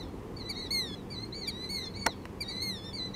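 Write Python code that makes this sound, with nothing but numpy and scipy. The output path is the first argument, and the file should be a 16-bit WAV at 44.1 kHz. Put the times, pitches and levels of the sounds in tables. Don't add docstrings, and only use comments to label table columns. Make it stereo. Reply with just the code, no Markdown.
import sys
import numpy as np
from scipy import signal
from scipy.fft import rfft, irfft
from scipy.io import wavfile
from scipy.ndimage import uniform_filter1d

SR = 44100
rng = np.random.default_rng(int(sys.argv[2]) if len(sys.argv) > 2 else 0)


def decibels_to_gain(level_db):
    exponent = np.asarray(level_db, float) / 20
    return 10 ** exponent


def generate_wav(signal):
    frames = np.transpose(np.atleast_2d(signal))
    scaled = np.clip(frames, -1, 1) * 32767
    pcm = np.round(scaled).astype(np.int16)
    wavfile.write(sys.argv[1], SR, pcm)


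N = 138915

# time in seconds, pitch in Hz, level of the second harmonic in dB.
NEAR_KILL = [
    [(.488, 2155, -54), (.499, 2341, -34.5), (.509, 2280, -34), (.534, 1855, -52), (.64, 2007, -43),
     (.675, 1910, -45)],
    [(1.468, 2250, -55), (1.478, 2395, -34), (1.49, 2324, -32.5), (1.516, 1875, -50), (1.65, 2044, -41),
     (1.688, 1963, -49.5)],
    [(2.398, 2203, -78), (2.408, 2380, -33.5), (2.42, 2337, -33), (2.444, 1866, -50), (2.538, 1990, -42),
     (2.612, 2012, -45)],
]
# time in seconds, pitch in Hz, level of the second harmonic in dB.
NEAR_DEER = [
    [(.703, 2030, -66), (.708, 2085, -33.5), (.725, 2260, -35.5), (.745, 2169, -32), (.793, 2077, -32),
     (.868, 1828, -45.5), (.91, 1706, -51), (.948, 1675, -43), (.957, 1770, -90)],
    [(1.688, 2030, -46), (1.704, 2253, -38), (1.72, 2230, -39.5), (1.76, 2160, -39), (1.79, 2104, -41),
     (1.81, 1994, -43), (1.868, 1745, -51.5), (1.895, 1695, -61)],
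    [(2.612, 2032, -42), (2.626, 2193, -36.5), (2.65, 2156, -39), (2.69, 2102, -35.5), (2.77, 1780, -47.5),
     (2.812, 1698, -55.5), (2.86, 1807, -49.5), (2.895, 1798, -48.5), (2.932, 1665, -60)],
]
NEAR_VOICE = [
    [-9.5, 0.13, -19, -21, -23, -32, -42.5],
    [-9, 1.05, -15, -18, -19.5, -26.5, -35.5],
]


def near_plover():
    return plover([NEAR_KILL, NEAR_DEER], NEAR_VOICE, flutter_db=1.2, pan_db=0,
                  echo_db=-20, scatter_db=-17.5, mud_db=-13)


# time in seconds, pitch in Hz, level of the second harmonic in dB.
FAR_KILL = [
    [(0.364, 2210, -53), (0.374, 2300, -49.5), (0.385, 2300, -52), (0.395, 2230, -49), (0.42, 1990, -49),
     (0.44, 1960, -52), (0.455, 1995, -50.5), (0.495, 2040, -43)],
    [(1.102, 2256, -50.5), (1.12, 2363, -41), (1.154, 2046, -50.5), (1.164, 1966, -45.5),
     (1.246, 2139, -45), (1.28, 2114, -65)],
    [(1.733, 2237, -50), (1.748, 2282, -38), (1.77, 2042, -44), (1.785, 1970, -40), (1.802, 2028, -43.5),
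     (1.83, 2075, -40.5), (1.86, 2093, -41), (1.872, 2080, -47)],
    [(2.476, 2240, -51), (2.494, 2332, -39), (2.534, 1991, -50.5), (2.618, 2089, -38), (2.63, 1960, -52),
     (2.657, 2100, -56)],
    [(2.93, 2191, -43), (2.948, 2340, -42), (3.002, 1987, -43.5), (3.056, 2022, -42.5), (3.092, 1976, -50),
     (3.102, 1910, -75)],
]
# time in seconds, pitch in Hz, level of the second harmonic in dB.
FAR_DEER = [
    [(0.0, 2033, -55), (0.012, 2002, -46), (0.03, 1893, -58), (0.036, 1790, -72)],
    [(0.55, 1950, -47), (0.576, 2208, -47), (0.622, 2128, -46.5), (0.684, 1702, -61), (0.7, 1790, -62)],
    [(1.323, 1925, -51), (1.349, 2277, -47.5), (1.409, 2242, -46.5), (1.449, 1996, -46), (1.493, 1580, -55)],
    [(1.938, 1914, -53.5), (1.964, 2258, -46), (2.05, 2227, -44), (2.1, 1967, -45), (2.14, 1604, -59)],
    [(3.132, 1870, -69), (3.144, 1930, -39), (3.15, 2170, -41)],
]
# time in seconds, pitch in Hz, level in dB.
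LINGERING_CALL = [
    [(-.01, 2160, -50), (.06, 2104, -81), (.22, 2150, -82)],
    [(.02, 1900, -51), (.05, 1715, -68.5), (.095, 1660, -75)],
]
FAR_VOICE = [
    [-13, 0.11, -19.5, -24.5, -41, -45, -65],
    [-10, 2.8, -16.5, -27, -42, -51, -55],
]


def far_plover():
    return plover([FAR_KILL, FAR_DEER + LINGERING_CALL], FAR_VOICE, flutter_db=3, pan_db=-2.7,
                  echo_db=-22, scatter_db=-10, mud_db=-0.5)


# frequency in Hz, share of the sound.
CAMERA_BOUNCE = [(1500, 0.037), (3000, 0.59), (4000, 0.18), (4700, 1), (6000, 0.046), (9300, 0.6),
                 (14000, 0.41)]


def plover(syllables, voices, flutter_db, pan_db, echo_db, scatter_db, mud_db):
    lifts_db = [0.96, 0.5]
    wobble = 1 + 0.00118 * drift(30.0)
    flutter = [decibels_to_gain(flutter_db * drift(39)) for _ in voices[0]]
    calls = np.zeros(N)
    for notes, voice_db, lift_db in zip(syllables, voices, lifts_db):
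        for note in notes:
            calls += syllable(note, voice_db, lift_db, wobble, flutter)
    hz = np.arange(N // 2 + 1) * SR / N
    bounce_s = 0.0010695
    bounce = irfft(rfft(calls) * at_hz(CAMERA_BOUNCE, hz)[0] * np.exp(-2j * np.pi * hz * bounce_s), N)
    direct = (calls + bounce * [[1], [-1]]) * left_right(pan_db)
    return direct + shore(calls, echo_db, scatter_db, mud_db)


def syllable(note, voice_db, lift_db, wobble, flutter):
    glide_s, edge_s, mid_pitch_hz = 0.013, 0.0038, 2187
    effort, loud_db = 0.013, -40
    t = np.arange(N) / SR
    s, hz, db = np.transpose(note)
    pitch = uniform_filter1d(np.interp(t, s, hz), size=int(glide_s * SR))
    level_db = np.interp(t, s, db)
    lift = decibels_to_gain(lift_db * (pitch - mid_pitch_hz) / 100)
    phase = 2 * np.pi * np.cumsum(pitch * wobble) / SR
    stack = np.zeros(N)
    for number, harmonic_db in enumerate(voice_db, start=1):
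        effort_db = effort * max(number - 2, 0) * (level_db - loud_db)
        lift_power = 1 if number == 1 else (number - 2) / 2
        throat_gain = throat(number * pitch[::64]).repeat(64)[:N]
        gain = decibels_to_gain(harmonic_db + effort_db) * lift ** lift_power * throat_gain * flutter[number - 1]
        stack += gain * np.sin(number * phase + (number - 1) ** 2)
    gate = np.clip(np.minimum(t - s[0], s[-1] - t) / edge_s + 0.5, 0, 1) ** 2
    return np.sqrt(2) * gate * decibels_to_gain(level_db) * stack


# frequency in Hz, width in Hz, gain in dB.
THROAT = [(1660, 520, -1.5), (5330, 290, 11.5), (6100, 260, -1), (7670, 260, -3), (9000, 570, 5.5),
          (10870, 730, -4.5), (12960, 860, 9), (15810, 990, -20)]


def throat(hz):
    total_db = sum(db * np.exp(-((hz - centre_hz) / width_hz) ** 2) for centre_hz, width_hz, db in THROAT)
    return decibels_to_gain(total_db)


def shore(calls, echo_db, scatter_db, mud_db):
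    t = np.arange(SR // 2) / SR
    reeds = decibels_to_gain(-60 * t / 0.29) * (t > 0.003)
    mud = decibels_to_gain(-60 * t / 0.082) * (t > 0.003)
    bank = np.exp(-((t - 0.159) / 0.02) ** 2)
    distant = decibels_to_gain(scatter_db) * unit_energy(reeds) + decibels_to_gain(echo_db) * unit_energy(bank)
    close = decibels_to_gain(mud_db) * unit_energy(mud)
    paths = np.zeros((2, len(t)))
    for shape, cut_hz in ((distant, 7800), (close, 9600)):
        dull = signal.butter(2, cut_hz, fs=SR, output="sos")
        paths += signal.sosfilt(dull, shape * rng.standard_normal((2, len(t))))
    return signal.fftconvolve(calls[None], paths, axes=1)[:, :N]


# start in seconds, peak in dB, brightness from 0 to 1, left over right in dB.
CLICKS = [
    (2.0622, -20, 0.73, 8),
    (2.0648, -12.5, 0.88, -0.5),
    (2.2541, -16.5, 0.27, 1),
    (2.384, -33, 0.05, 0),
]
# start in seconds, peak in dB.
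TICKS = [
    (.011, -48),
    (.033, -51),
    (.087, -56),
]


def camera():
    clicks, t = np.zeros((2, N + SR)), np.arange(SR // 5) / SR
    for s, db, bright, pan_db in CLICKS:
        i = int(s * SR)
        clicks[:, i:i + len(t)] += decibels_to_gain(db) * left_right(pan_db) * click(t, bright)
    for s, db in TICKS:
        i = int(s * SR)
        sharp_noise = np.diff(rng.standard_normal(len(t) + 2), 2)
        clicks[:, i:i + len(t)] += decibels_to_gain(db - 60 * t / 0.005) * sharp_noise
    return clicks[:, :N]


# frequency in Hz, level in dB, seconds to fade by 60 dB.
SHELL = [(321, -8.5, 0.068), (680, -10, 0.049), (886, -8, .035), (1450, 0.5, 0.028), (1920, 0.5, 0.022),
         (2810, -4, 0.011), (4130, -4.5, 0.012), (5480, 3.5, 0.0071), (9240, 0.5, 0.0059)]


def click(t, bright):
    crack = decibels_to_gain(-3 - 60 * t / 0.022) * bright ** 2 * rng.standard_normal((2, len(t)))
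    hit = signal.lfilter(*signal.butter(1, 7900, fs=SR), crack)
    knock = decibels_to_gain(6.5 - 60 * t / 0.091 / bright) * bright * rng.standard_normal((2, len(t)))
    hit += signal.sosfilt(signal.butter(3, [122, 950], "band", fs=SR, output="sos"), knock)
    rattle_s = 0.002
    for hz, mode_db, t60 in SHELL:
        for late, turn in rng.random((3, 2, 2, 1)):
            since = np.maximum(t - late ** 2 * rattle_s * bright, 0)
            fade = decibels_to_gain(mode_db - 60 * since / t60 / bright ** 0.5) * bright ** (hz / 3000)
            hit += 0.35 * fade * np.sin(2 * np.pi * hz * since) * np.sign(turn - 0.5)
    return hit


# frequency in Hz, level in dB per Hz.
RUMBLE = [(12, -37), (20, 3.5), (80, -1.5), (136, -4.5), (188, -3), (424, -5.5), (619, -13), (990, -18),
          (1500, -22.5), (1950, -26.5), (3300, -120)]
# frequency in Hz, level in dB per Hz.
HISS = [(880, -32), (1500, -1), (2920, -9), (4310, -14), (4890, -14.5), (15500, -23.5)]
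# frequency in Hz, width in Hz, level at the start in dB, level at the end in dB.
DRONE = [(91, 1.32, -46, -61.5), (112, 6.3, -58.5, -51.5), (193.3, 7.7, -57, -48.5)]


def background():
    seam_hz = 1500

    def rumble_power(hz):
        return decibels_to_gain(2 * at_hz(RUMBLE, hz)[0]) * (hz > 10) * (hz < seam_hz)

    def hiss_power(hz):
        return decibels_to_gain(2 * at_hz(HISS, hz)[0]) * (hz >= seam_hz)

    out = decibels_to_gain(-42.5 - 0.66 * drift(0.17)) * port_noise(rumble_power)
    out += decibels_to_gain(-61) * port_noise(hiss_power)
    for centre_hz, width_hz, first_db, last_db in DRONE:
        def engine_power(hz):
            return 1 / (1 + (2 * (hz - centre_hz) / width_hz) ** 2) ** 2
        out += decibels_to_gain(np.linspace(first_db, last_db, N)) * port_noise(engine_power)
    return out


def port_noise(power):
    pair = ports(rng.standard_normal((2, N)), power)
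    return pair / np.std(pair.mean(axis=0))


# frequency in Hz, likeness from 0 to 1, left lag in radians, left over right in dB.
PORTS = [(30.6, 0, 2.2, 6.5), (158, 0.97, 1.04, -1.4), (440, 0.88, 1.2, 1), (472, 0.96, 1.27, 8),
         (774, 0.3, 4.1, -7), (1102, 0.67, 6.9, -7), (1470, 0.53, 9.6, -3), (2220, 0, 11.85, -4.5),
         (16100, 0, 15, 1.8)]


def ports(pair, power=lambda hz: 1):
    hz = np.arange(N // 2 + 1) * SR / N
    alike, lag, pan_db = at_hz(PORTS, hz)
    alike = np.clip(alike, 0, 1)
    shared, other = rfft(pair) * np.sqrt(power(hz))
    left = (alike * shared + np.sqrt(1 - alike ** 2) * other) * np.exp(-1j * lag)
    return irfft([left * decibels_to_gain(pan_db / 2), shared * decibels_to_gain(-pan_db / 2)], N)


def left_right(pan_db):
    return decibels_to_gain([[pan_db / 2], [-pan_db / 2]])


def unit_energy(shape):
    return shape / np.linalg.norm(shape)


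def at_hz(points, hz):
    f, *columns = np.transpose(points)
    return [np.interp(np.log(hz + 1), np.log(f), column) for column in columns]


def drift(rate_hz):
    r = np.exp(-2 * np.pi * rate_hz / SR)
    slow = signal.lfilter([1], [1, -2 * r, r * r], rng.standard_normal(N + SR))[SR:]
    return slow / np.sqrt(np.mean(slow ** 2) + 1e-20)


def scene():
    return near_plover() + far_plover() + ports(camera()) + background()


def low_pass(x):
    return signal.sosfilt(signal.butter(12, 15830, fs=SR, output="sos"), x)


def record(dry):
    dry = signal.sosfilt(signal.butter(3, 39, "high", fs=SR, output="sos"), dry)
    mix = signal.sosfilt(signal.cheby2(20, 70, 16150, fs=SR, output="sos"), dry)
    return low_pass(mix)


dry = scene()
out = record(dry)
generate_wav(out)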